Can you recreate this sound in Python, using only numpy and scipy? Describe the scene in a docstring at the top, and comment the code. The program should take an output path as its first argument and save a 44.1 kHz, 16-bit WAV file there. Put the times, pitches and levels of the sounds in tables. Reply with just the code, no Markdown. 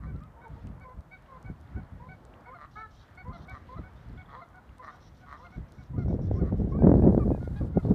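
"""A rocky lake shore on a breezy day.
From the start a broad murmur of shaped noise lies under wind, noise that brightens as it strengthens; a duck
quacks by pulses through resonances, far geese yelp and honk in partials, and water ticks and plips in short bursts.
From 2.7 s another waterfowl rasps with blurred partials; near 4.2 s a duckling cheeps in falling tones.
From about 6 s the wind buffets the microphone hardest, with sharp slaps; late on, a faint hiss switches on and off."""
import sys
import numpy as np
from scipy import signal
from scipy.fft import rfft, irfft, next_fast_len
from scipy.io import wavfile
from scipy.ndimage import uniform_filter1d

SR = 44100
rng = np.random.default_rng(int(sys.argv[2]) if len(sys.argv) > 2 else 0)


def boost(x):
    """Linear amplitude factor 10**(x/20) for a level x in decibels (scalar or array-like)."""
    u = np.asarray(x, float) / 20
    return 10 ** u


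def log_audio(samples):
    """Write samples as a 16-bit WAV file to the path given in sys.argv[1]."""
    # one column per channel
    frames = np.atleast_2d(samples).T
    # limit to full scale, then quantise
    limited = np.clip(frames, -1, 1)
    pcm = np.round(limited * 32767).astype(np.int16)
    wavfile.write(sys.argv[1], SR, pcm)


N = 350154
TIME = np.arange(N) / SR  # t/s

# Levels in the tables are nominal: random scatter and the gain of the microphone come on top.
# shore murmur: [f/Hz, third-octave level/dB]
SHORE_SPECTRUM = [(60, -88), (250, -69), (400, -73), (630, -69), (1250, -69), (2000, -75), (2600, -83),
                  (3300, -82.5), (5000, -88), (7500, -90.5), (10500, -92.5), (12500, -89.5), (15600, -93.5)]

# underlying wind level, with its rises and lulls: [t/s, level/dB]
BASE_WIND = [(0, -38.5), (.27, -57), (1.2, -57.5), (1.6, -52.5), (2.2, -57), (3.2, -55.5), (4.2, -51.5),
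             (4.6, -61), (5.5, -53.5), (5.88, -56), (5.99, -27), (6.6, -27.5), (6.72, -29), (6.86, -19.5),
             (7.32, -23.5), (7.41, -40), (7.72, -46)]
# puffs that ride on it: [t/s of the peak, peak level/dB, fade/(dB/s)]
PUFFS = [(0.056, -31.5, 151), (.11, -34, 106), (0.149, -34, 146), (.22, -41, 251.5), (0.513, -39, 127),
         (.649, -35, 97.5), (0.702, -35.5, 150), (0.982, -34.5, 476), (1.454, -37.5, 277.5),
         (1.505, -31, 503), (1.711, -43, 348.5), (1.766, -30, 199.5), (1.936, -38.5, 166), (2.01, -44, 219),
         (2.08, -44, 88.5), (3.249, -39, 66.5), (3.288, -34.5, 233), (3.392, -40.5, 156.5),
         (3.531, -41, 403), (3.792, -32, 350), (4.094, -38, 150), (4.135, -38.5, 149), (4.707, -42, 501),
         (5.583, -33.5, 199.5), (5.79, -43.5, 130), (5.925, -30.5, 93.5), (5.988, -22, 144),
         (6.15, -24.5, 148), (6.306, -24.5, 61.5), (6.421, -22, 70.5), (6.527, -19.5, 247.5),
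         (6.589, -23, 61.5), (6.887, -16.5, 43), (7.099, -18.5, 39), (7.383, -24, 503), (7.435, -31, 161.5),
         (7.51, -31, 53.5), (7.614, -25, 84), (7.651, -23, 326.5), (7.745, -35, 200), (7.775, -16.5, 700),
         (7.861, -21, 103), (7.902, -20.5, 146.5)]
PUFF_RISE_DB_S = 498.5  # every puff arrives at the same pace
GUST_REF_DB = -24
# wind layers: spectrum [f/Hz, level/dB], relative level/dB at the reference gust,
# growth in dB per dB of gust, depth of flutter/dB
RUMBLE = [(20, -34), (40, -0.5), (62, 4.5), (90, 2), (170, -3.5), (300, -19.5), (500, -47.5)], 0, 0.88, 0.92
BUFFET = [(90, -14.5), (200, 4), (400, -5), (700, -18.5), (1100, -36.5), (1900, -49.5), (3000, -75),
          (4500, -80)], -6, 1.805, 4.65
# sharp slaps of air: [nominal t/s, relative level/dB]
SLAPS = [(6.057, -35.5), (6.08, -34.5), (6.126, -30.5), (6.19, -35), (6.283, -37), (6.311, -23.5),
         (6.522, -28), (6.617, -32.5), (6.678, -37), (6.788, -31), (6.82, -21), (6.868, -16),
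         (6.892, -16.5), (6.914, -12), (6.938, -15), (6.954, -20.5), (6.994, -26.5), (7.021, -22.5),
         (7.035, -22.5), (7.063, -18), (7.093, -30), (7.123, -22), (7.145, -17), (7.176, -14), (7.257, -32),
         (7.276, -23), (7.303, -23.5), (7.346, -27.5), (7.375, -38), (7.427, -34.5), (7.474, -30.5),
         (7.771, -21), (7.849, -29), (7.884, -29), (7.905, -37)]

# quacks: [t/s, length/s, base pulse rate f/Hz, level at the peak/dB, place of the peak 0-1]
QUACKS = [(0, 0.083, 138.4, -54, 0.5), (2.573, 0.093, 148.7, -46, 0.77), (3.493, 0.099, 138.5, -48.5, 0.6),
          (4.272, 0.11, 140.2, -48.5, 0.64), (4.813, 0.057, 151.4, -46.5, 0.4),
          (4.858, .062, 139.9, -43.5, .2), (5.256, 0.12, 141.7, -45.5, 0.67),
          (6.418, 0.096, 143, -53.5, 0.9)]
# resonances of the bill: [f/Hz, nominal width/Hz, relative level/dB]
BILL = [(1157, 320, 9.5), (1830, 290, 2), (700, 301, -1.5), (4020, 260, -17)]
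QUACK_START_DB, QUACK_END_DB = -10.5, -5.5  # relative to the peak
QUACK_KICK = 0.1  # fractional jump of the pulse rate at the peak
QUACK_OPEN = 1.2  # the resonances are this much wider before the peak, narrower after it

# short arched yelps: [t/s, length/s, top pitch f/Hz, level/dB of partial 2, partial 3 above partial 2/dB]
YELPS = [(0.059, 0.057, 761, -62.5, -2), (0.411, 0.053, 751, -61.5, -2), (0.803, 0.046, 754, -59, 1.5),
         (1.108, 0.057, 759, -62.5, 6), (1.443, 0.062, 755, -62, 0.5), (1.758, 0.0497, 752, -57, -12.5),
         (2.084, 0.063, 755.7, -60, -1.5), (2.453, 0.051, 744, -60.5, -1), (2.761, 0.07, 750, -59.5, 1.5),
         (3.169, 0.056, 745, -56.5, 1.5), (3.477, 0.054, 758, -56.5, 0.5), (3.832, 0.055, 751, -56.5, -4.5),
         (4.172, 0.058, 745, -56, -2), (4.538, 0.059, 745, -56, -15), (4.91, 0.049, 740, -59, -15),
         (5.199, 0.065, 745, -64, -17), (5.518, 0.0526, 746, -59.5, -5), (5.78, 0.045, 748, -62.5, -6),
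         (6.077, 0.0433, 742, -63, -10), (6.816, 0.037, 821, -62, -9), (7.015, 0.038, 840, -61.5, -10.5),
         (7.305, 0.07, 834, -66.5, -5), (7.398, 0.087, 723, -62, -12), (7.553, 0.058, 830, -56, -14),
         (7.733, 0.076, 715, -62.5, -7)]
YELP_ARCH = 0.045  # fractional drop of pitch at either end
YELP_LOW_DB = -3  # partial 1 relative to partial 2
# partials 4-6 relative to partial 3: [level/dB]
YELP_TOP_DB = [-33, -28, -26]
YELP_TOP_SCATTER_DB = 4
# voice breaks, each a squeak and a falling note: [t/s, length/s, start pitch f/Hz, level/dB]
BREAKS = [(2.54, 0.038, 718, -59), (3.323, 0.052, 708, -56), (3.767, 0.03, 682, -58.5),
          (4.412, 0.033, 699, -57), (5.44, 0.046, 719, -59.5), (5.975, 0.068, 717.6, -61),
          (6.393, 0.0334, 729, -59.5), (6.781, 0.04, 790, -60.5)]
# partials 1-6 of the falling note: [relative level/dB]
BREAK_DB = [2, 2, -6, -36, -33.5, -20.5]
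SQUEAK_HZ, SQUEAK_DB, SQUEAK_S, SQUEAK_LEAD_S = 1238, 6, 0.032, 0.016
# low gliding honks: [t/s, length/s, start pitch f/Hz, end pitch f/Hz, level/dB]
GLIDES = [(0.133, 0.063, 642, 685, -67), (0.199, 0.067, 564, 643, -60), (0.358, 0.068, 440, 479, -60.5),
          (0.434, 0.054, 516, 437, -54.5), (.548, 0.061, 427, 473, -62.5), (0.83, 0.11, 520, 506, -55.5),
          (1.279, 0.038, 560, 534, -60), (1.313, 0.068, 538, 509, -52), (1.995, 0.089, 457, 518, -52.5),
          (2.461, 0.089, 455.4, 532, -52), (3.244, 0.08, 470, 518, -48.5), (3.683, 0.082, 480, 533, -50.5),
          (4.332, 0.079, 443, 536, -50), (4.791, 0.0405, 501, 510, -53.5), (5.383, 0.088, 444.6, 537, -56),
          (5.932, 0.035, 495, 482, -57), (6.346, 0.047, 502, 534, -56), (6.715, 0.058, 516, 576, -52.5),
          (7.193, 0.05, 627, 568, -50), (7.607, 0.03, 600, 544, -55), (7.782, 0.037, 646, 640, -61)]
# partials 1-4 of a gliding honk: [relative level/dB]
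GLIDE_DB = [-7, 1, -22, -20]
GLIDE_SWELL_DB = -1  # start of a honk relative to its crest
# one long brassy honk: [t/s, length/s, start pitch f/Hz, crest pitch f/Hz]
BRASSY = (2.752, 0.12, 413, 440)
# its partials 1-9: [level/dB]
BRASSY_DB = [-68, -59, -49, -57, -73, -88.5, -92, -92, -77]

# ticks of water: [t/s, relative level/dB]
TICKS = [(0.237, -57), (0.482, -59.5), (0.671, -56), (0.799, -59), (1.428, -56), (1.612, -57.5),
         (2.252, -52), (3.497, -51), (4.088, -62), (4.783, -51), (5.722, -53), (6.581, -61)]
# rising plips of water: [t/s, relative level/dB]
PLIPS = [(0.672, -55.5), (1.261, -59.5), (2.338, -53), (2.6579, -61), (4.6914, -57), (5.4665, -56)]

# harsh rasps: [t/s, length/s, lower resonance level/dB, upper resonance level/dB]
RASPS = [(2.707, 0.12, -73, -80), (2.902, 0.14, -72.5, -74.5), (3.326, 0.13, -71, -78),
         (3.488, 0.11, -73.5, -80.5), (3.666, 0.086, -72.5, -97), (3.953, 0.1, -76, -84),
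         (4.284, 0.17, -75.5, -99), (4.837, 0.145, -74, -77.5), (4.998, 0.099, -73, -75),
         (5.142, 0.088, -75, -78), (5.285, 0.19, -74.5, -80.5), (5.5, 0.09, -77, -80),
         (5.677, 0.2, -82, -79.5), (5.977, 0.0646, -79.5, -78), (6.076, 0.075, -79, -77),
         (6.212, 0.074, -80, -74.5), (6.326, 0.075, -78.5, -76), (6.448, 0.051, -81, -82),
         (6.563, 0.066, -81, -81), (6.681, 0.061, -83.5, -80.5), (7.411, 0.055, -74, -85),
         (7.557, .04, -69, -86), (7.824, 0.049, -70.5, -84), (7.885, .03, -72, -77.5)]
# the two resonances, lower and upper: [f/Hz], and nominal widths of their cascaded stages: [width/Hz]
RASP_HZ = [3650, 5550]
RASP_WIDTH_HZ = [2000, 1300]
RASP_PITCH_HZ, RASP_CLIMB, RASP_BLUR_HZ = 560, 0.15, 450  # base pitch, fractional climb, rate of blurring

# a duckling's cheeps: [t/s]
CHEEPS = [4.172, 4.211, 4.255, 4.299, 4.345]

# spans in which a faint hiss is on: [from t/s, to t/s]; its spectrum: [f/Hz, relative level/dB]
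HISS_SPANS = [(6.859, 7.685), (7.772, 9)]
HISS_SPECTRUM = [(2500, 1), (4000, 6.5), (6000, 1.5), (10500, -1), (15600, -9)]
HISS_DB = -75.5


def unit(x):
    """Normalization: scale to rms 1."""
    return x / np.sqrt(np.mean(x ** 2) + 1e-18)


def colour(x, shape):
    """Linear filtering: weight the spectrum by (f/Hz, level/dB) points joined on a log-frequency axis."""
    hz, db = np.transpose(shape)
    size = next_fast_len(len(x) + SR // 2)
    bins = np.arange(size // 2 + 1) * SR / size + 1
    gain = boost(np.interp(np.log(bins), np.log(hz), db, left=-90, right=-120))
    return irfft(rfft(x, size) * gain, size)[:len(x)]


def ring(x, hz, width_hz):
    """Simple resonance: two poles, gain 1 at the centre."""
    return signal.lfilter(*signal.iirpeak(hz, hz / width_hz, fs=SR), x)


def walk(rate):
    """Band-limited fluctuation: held random values smoothed twice, rms 1."""
    k = int(SR / rate)
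    held = np.repeat(rng.standard_normal(N // k + 1), k)
    smooth = uniform_filter1d(uniform_filter1d(held, k), k)
    return unit(smooth[:N])


def add(out, s, sound):
    """Superposition: mix a sound in at time s."""
    i = int(s * SR)
    out[i:i + len(sound)] += sound[:len(out) - i]


def gate(length, edge):
    """Amplitude envelope: progress 0-1 through a call, and a level with rounded edges."""
    u = np.linspace(0, 1, int(length * SR))
    nearest_end = np.minimum(u, 1 - u) * length
    return u, np.sin(np.pi / 2 * np.clip(nearest_end / edge, 0, 1)) ** 2


def note(length, pitch, dbs, edge=0.0092):
    """Harmonic series of a reed voice: the pitch is slightly unsteady and each partial swells by itself."""
    u, env = gate(length, edge)
    knots = np.linspace(0, 1, 2 + int(length * 150))
    wobble = rng.standard_normal((len(dbs) + 1, len(knots)))
    unsteady = 1 + 0.006 * np.interp(u, knots, wobble[-1])
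    phase = 2 * np.pi * np.cumsum(pitch(u) * unsteady) / SR
    voice = np.zeros(len(u))
    for k, (db, swell) in enumerate(zip(dbs, wobble), start=1):
        level = db + 2.5 * np.interp(u, knots, swell)
        voice += np.sqrt(2) * boost(level) * np.sin(k * phase)
    return env * voice


def pulses(hz, jitter, scatter_db):
    """Pulsed excitation: one click per cycle of a moving rate, uneven in spacing and size."""
    drift = uniform_filter1d(rng.standard_normal(len(hz)), size=200) * np.sqrt(200)
    cycles = np.cumsum(hz * (1 + jitter * drift)) / SR
    beat = np.diff(np.floor(cycles), prepend=0)
    return beat * boost(scatter_db * rng.standard_normal(len(hz)))


def shore():
    """Random noise in octave bands for far water and birds: all but the top two bands wander in level."""
    noise, swell = rfft(rng.standard_normal(N)), walk(2.307)
    hz, db = np.transpose(SHORE_SPECTRUM)
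    bins = np.arange(N // 2 + 1) * SR / N + 1
    # share of the noise power within a third of an octave
    third = (2 ** (1 / 6) - 2 ** (-1 / 6)) * bins / (SR / 2)
    noise = noise * boost(np.interp(np.log(bins), np.log(hz), db, left=-120, right=-130)) / np.sqrt(third)
    out = np.zeros(N)
    for k in range(5, 15):
        share = np.clip(1 - abs(np.log2(bins) - k), 0, 1)  # overlapping band around 2**k Hz
        out += irfft(noise * share, N) * boost((swell + 2 * walk(7.3)) * (k < 13))
    return out


def gust_db():
    """Dominance of the strongest: the underlying wind, or the strongest puff where one stands above it."""
    level = np.interp(TIME, *np.transpose(BASE_WIND))
    for s, db, fade in PUFFS:
        drop = np.maximum(fade * (TIME - s), PUFF_RISE_DB_S * (s - TIME))
        level = np.maximum(level, db - drop)
    return level


def wind():
    """Turbulent pressure of eddies over the port: stronger gusts are brighter, both layers flutter together."""
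    gust = gust_db() - GUST_REF_DB
    flutter = 0.79 * walk(40) + 0.72 * walk(170)
    out = np.zeros(N)
    for shape, db, growth, flutter_db in (RUMBLE, BUFFET):
        stirred = rng.standard_normal(N) * boost(growth * gust + flutter_db * flutter)
        unstirred_rms = np.std(colour(rng.standard_normal(N), shape))
        out += boost(GUST_REF_DB + db - 3.0) * colour(stirred, shape) / unstirred_rms
    for (s, db), (size, sharp) in zip(SLAPS, rng.random((len(SLAPS), 2))):
        t = np.arange(-600, 600) / SR / (0.95 + 0.4 * size)  # bigger eddies swing more slowly
        # a slap is one swing of pressure with a thin sharp edge on it
        swing = -t / 0.00025 * np.exp(-(t / 0.00042) ** 2 / 2)
        edge = np.cos(2 * np.pi * 1700 * t) * np.exp(-(t / 0.00032) ** 2 / 2)
        slap = swing + boost(-27.5 - 10 * sharp) * edge
        add(out, s - 600 / SR + 0.00296, rng.choice([-1, 1]) * boost(db + 4.0) * slap)
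    return out


def bill(x, wide):
    """Parallel resonances of the bill, each a cascade of two, with widths scaled by wide."""
    return sum(boost(g) * ring(ring(x, f, wide * w), f, wide * 0.76 * w) for f, w, g in BILL)


def duck():
    """Source and filter: throat pulses ring the bill; at the peak their rate kicks up, then slides back."""
    out = np.zeros(N)
    for s, length, hz, db, peak in QUACKS:
        u, env = gate(length, edge=0.02)
        peak = np.clip(peak, 0.01, 0.99)
        kick = QUACK_KICK * (u > peak) * (1 - u) / (1 - peak)
        beat = pulses(hz * (1 + kick), jitter=0.012, scatter_db=2.5)
        beat = unit(beat) + 0.3 * rng.standard_normal(len(u))  # noise roughens the pulses
        before = bill(beat * (u < peak), QUACK_OPEN) / np.sqrt(QUACK_OPEN)
        after = bill(beat * (u >= peak), 1 / QUACK_OPEN) * np.sqrt(QUACK_OPEN)
        voice = before + after
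        voice = voice - 0.77 * ring(voice, 2660, 1100)  # the side cavity hollows out the band above
        contour = np.interp(u, [0, peak, 1], [QUACK_START_DB, 0, QUACK_END_DB])
        add(out, s, unit(voice) * env * boost(db + contour))
    return out


def geese():
    """Frequency-modulated harmonics: yelps arch, honks glide, squeaks precede falls; gusty air adds shimmer."""
    out = np.zeros(N)
    arch = lambda u: 1 - YELP_ARCH * (2 * u - 1) ** 2
    for s, length, hz, db, third in YELPS:
        scatter = YELP_TOP_SCATTER_DB * rng.standard_normal(len(YELP_TOP_DB))
        top = db + third + np.array(YELP_TOP_DB) + scatter
        add(out, s, note(length, lambda u: hz * arch(u), [db + YELP_LOW_DB, db, db + third, *top]))
    for s, length, hz, db in BREAKS:
        add(out, s - SQUEAK_LEAD_S, note(SQUEAK_S, lambda u: SQUEAK_HZ * arch(u), [db + SQUEAK_DB]))
        add(out, s, note(length, lambda u: hz * (1 - 0.063 * u ** 1.8), np.add(db, BREAK_DB)))
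    for s, length, a, b, db in GLIDES:
        glide = lambda u: a + (b - a) * np.sin(np.pi * u / 2)
        honk = note(length, glide, np.add(db, GLIDE_DB), edge=0.16 * length)
        swell = np.interp(np.linspace(0, 1, len(honk)), [0, 0.6, 1], [GLIDE_SWELL_DB, 0, -2])
        add(out, s, honk * boost(swell))
    s, length, a, b = BRASSY
    # the pitch passes its crest and sags before the end
    add(out, s, note(length, lambda u: a + (b - a) * np.sin(2.6 * u), BRASSY_DB))
    return out * boost(2 * walk(60))


def water():
    """Impulses and damped oscillation: dry ticks of bursting film, rising plips, a scatter of fainter ones."""
    out, hits = np.zeros(N), np.zeros(N)
    tick_fade = np.exp(-np.arange(40) / 12)
    for s, db in TICKS:
        add(hits, s, boost(db + 1.0) * rng.standard_normal(40) * tick_fade)
    for when, size in rng.random((45, 2)):
        add(hits, when * N / SR, boost(-59 - 9 * size) * rng.standard_normal(40) * tick_fade)
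    out += colour(hits, [(1500, -18), (4000, 7.0), (9000, 5.0), (15600, -9)])
    t = np.arange(900) / SR
    for when, size, pitch in rng.random((70, 3)):
        faint = np.sin(2 * np.pi * 2200 * 2.2 ** pitch * t) * np.exp(-t / 0.00093)  # steady in pitch
        add(out, when * N / SR, boost(-57.5 - 11 * size) * faint)
    rising = np.sin(2 * np.pi * 2350 * t * (1 + 60 * t))
    plip = rising * np.minimum(t / 0.00063, 1) * np.exp(-t / 0.002)
    for s, db in PLIPS:
        add(out, s, boost(db + 3.5) * plip)
    return out


def rasper():
    """Rough excitation of resonances: blurred climbing partials, ragged pulses and noise ring two high bands."""
    pitch = np.full(N, float(RASP_PITCH_HZ))
    for (s, length, *_), offset in zip(RASPS, rng.standard_normal((len(RASPS), 1))):
        part = slice(int(s * SR), int((s + length) * SR))
        pitch[part] *= (1 + 0.06 * offset) * (1 + RASP_CLIMB * (TIME[part] - s) / length)
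    phase = 2 * np.pi * np.cumsum(pitch * (1 + 0.02 * walk(60))) / SR
    partials = sum(walk(RASP_BLUR_HZ) * np.sin(k * phase) for k in range(4, 13))
    ragged = unit(pulses(np.full(N, 160.0), jitter=0.2, scatter_db=2.5))
    source = unit(partials) + 0.45 * ragged + 0.9 * rng.standard_normal(N)
    low, high = (unit(ring(ring(ring(source, f, w), f, w), f, w)) for f, w in zip(RASP_HZ, RASP_WIDTH_HZ))
    low = low * boost(1.5 * walk(45))
    high = high * boost(1.5 * walk(45))
    out = np.zeros(N)
    for s, length, low_db, high_db in RASPS:
        u, env = gate(length, edge=0.008)
        part = slice(int(s * SR), int(s * SR) + len(u))
        out[part] += env * (boost(low_db) * low[part] + boost(high_db) * high[part])
    return out


def cheeps():
    """Pure tone of falling frequency: a duckling's thin cheeps."""
    out = np.zeros(N)
    for s in CHEEPS:
        add(out, s, note(0.014, lambda u: 3750 - 750 * u, [-64]))
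    return out


def hiss():
    """Switched random noise: a faint shaped hiss is on at constant level within fixed spans."""
    switched_on = sum((TIME > a) & (TIME < b) for a, b in HISS_SPANS)
    return switched_on * boost(HISS_DB) * unit(colour(rng.standard_normal(N), HISS_SPECTRUM))


def scene():
    """Reflection: far birds carry a faint echo off water and banks; wind and water are close and dry."""
    birds = geese() + duck() + rasper() + cheeps()
    t = np.arange(int(0.3 * SR)) / SR
    # noise on a curve that decays by 60 dB in 0.3 s, silent for its first 8 ms
    banks = rng.standard_normal(len(t)) * np.exp(-np.log(1000) * t / 0.3) * (t > 0.008)
    echo = signal.fftconvolve(birds, banks / np.sqrt(np.sum(banks ** 2)))[:N]
    return (birds + boost(-12.0) * echo + wind() + water() + shore() + hiss())[None]


def low_pass(x):
    """Removes everything above the highest recorded frequency."""
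    return signal.sosfilt(signal.butter(12, 15700, fs=SR, output="sos"), x)


def record(dry):
    """Saturation: a small microphone rounds the hardest buffets; the start fades in over 1.6 ms."""
    rounded = np.tanh(1.78 * dry) / 1.64
    mix = rounded * np.minimum(TIME / 0.0016, 1)
    return low_pass(mix)


dry = scene()
out = record(dry)
log_audio(out)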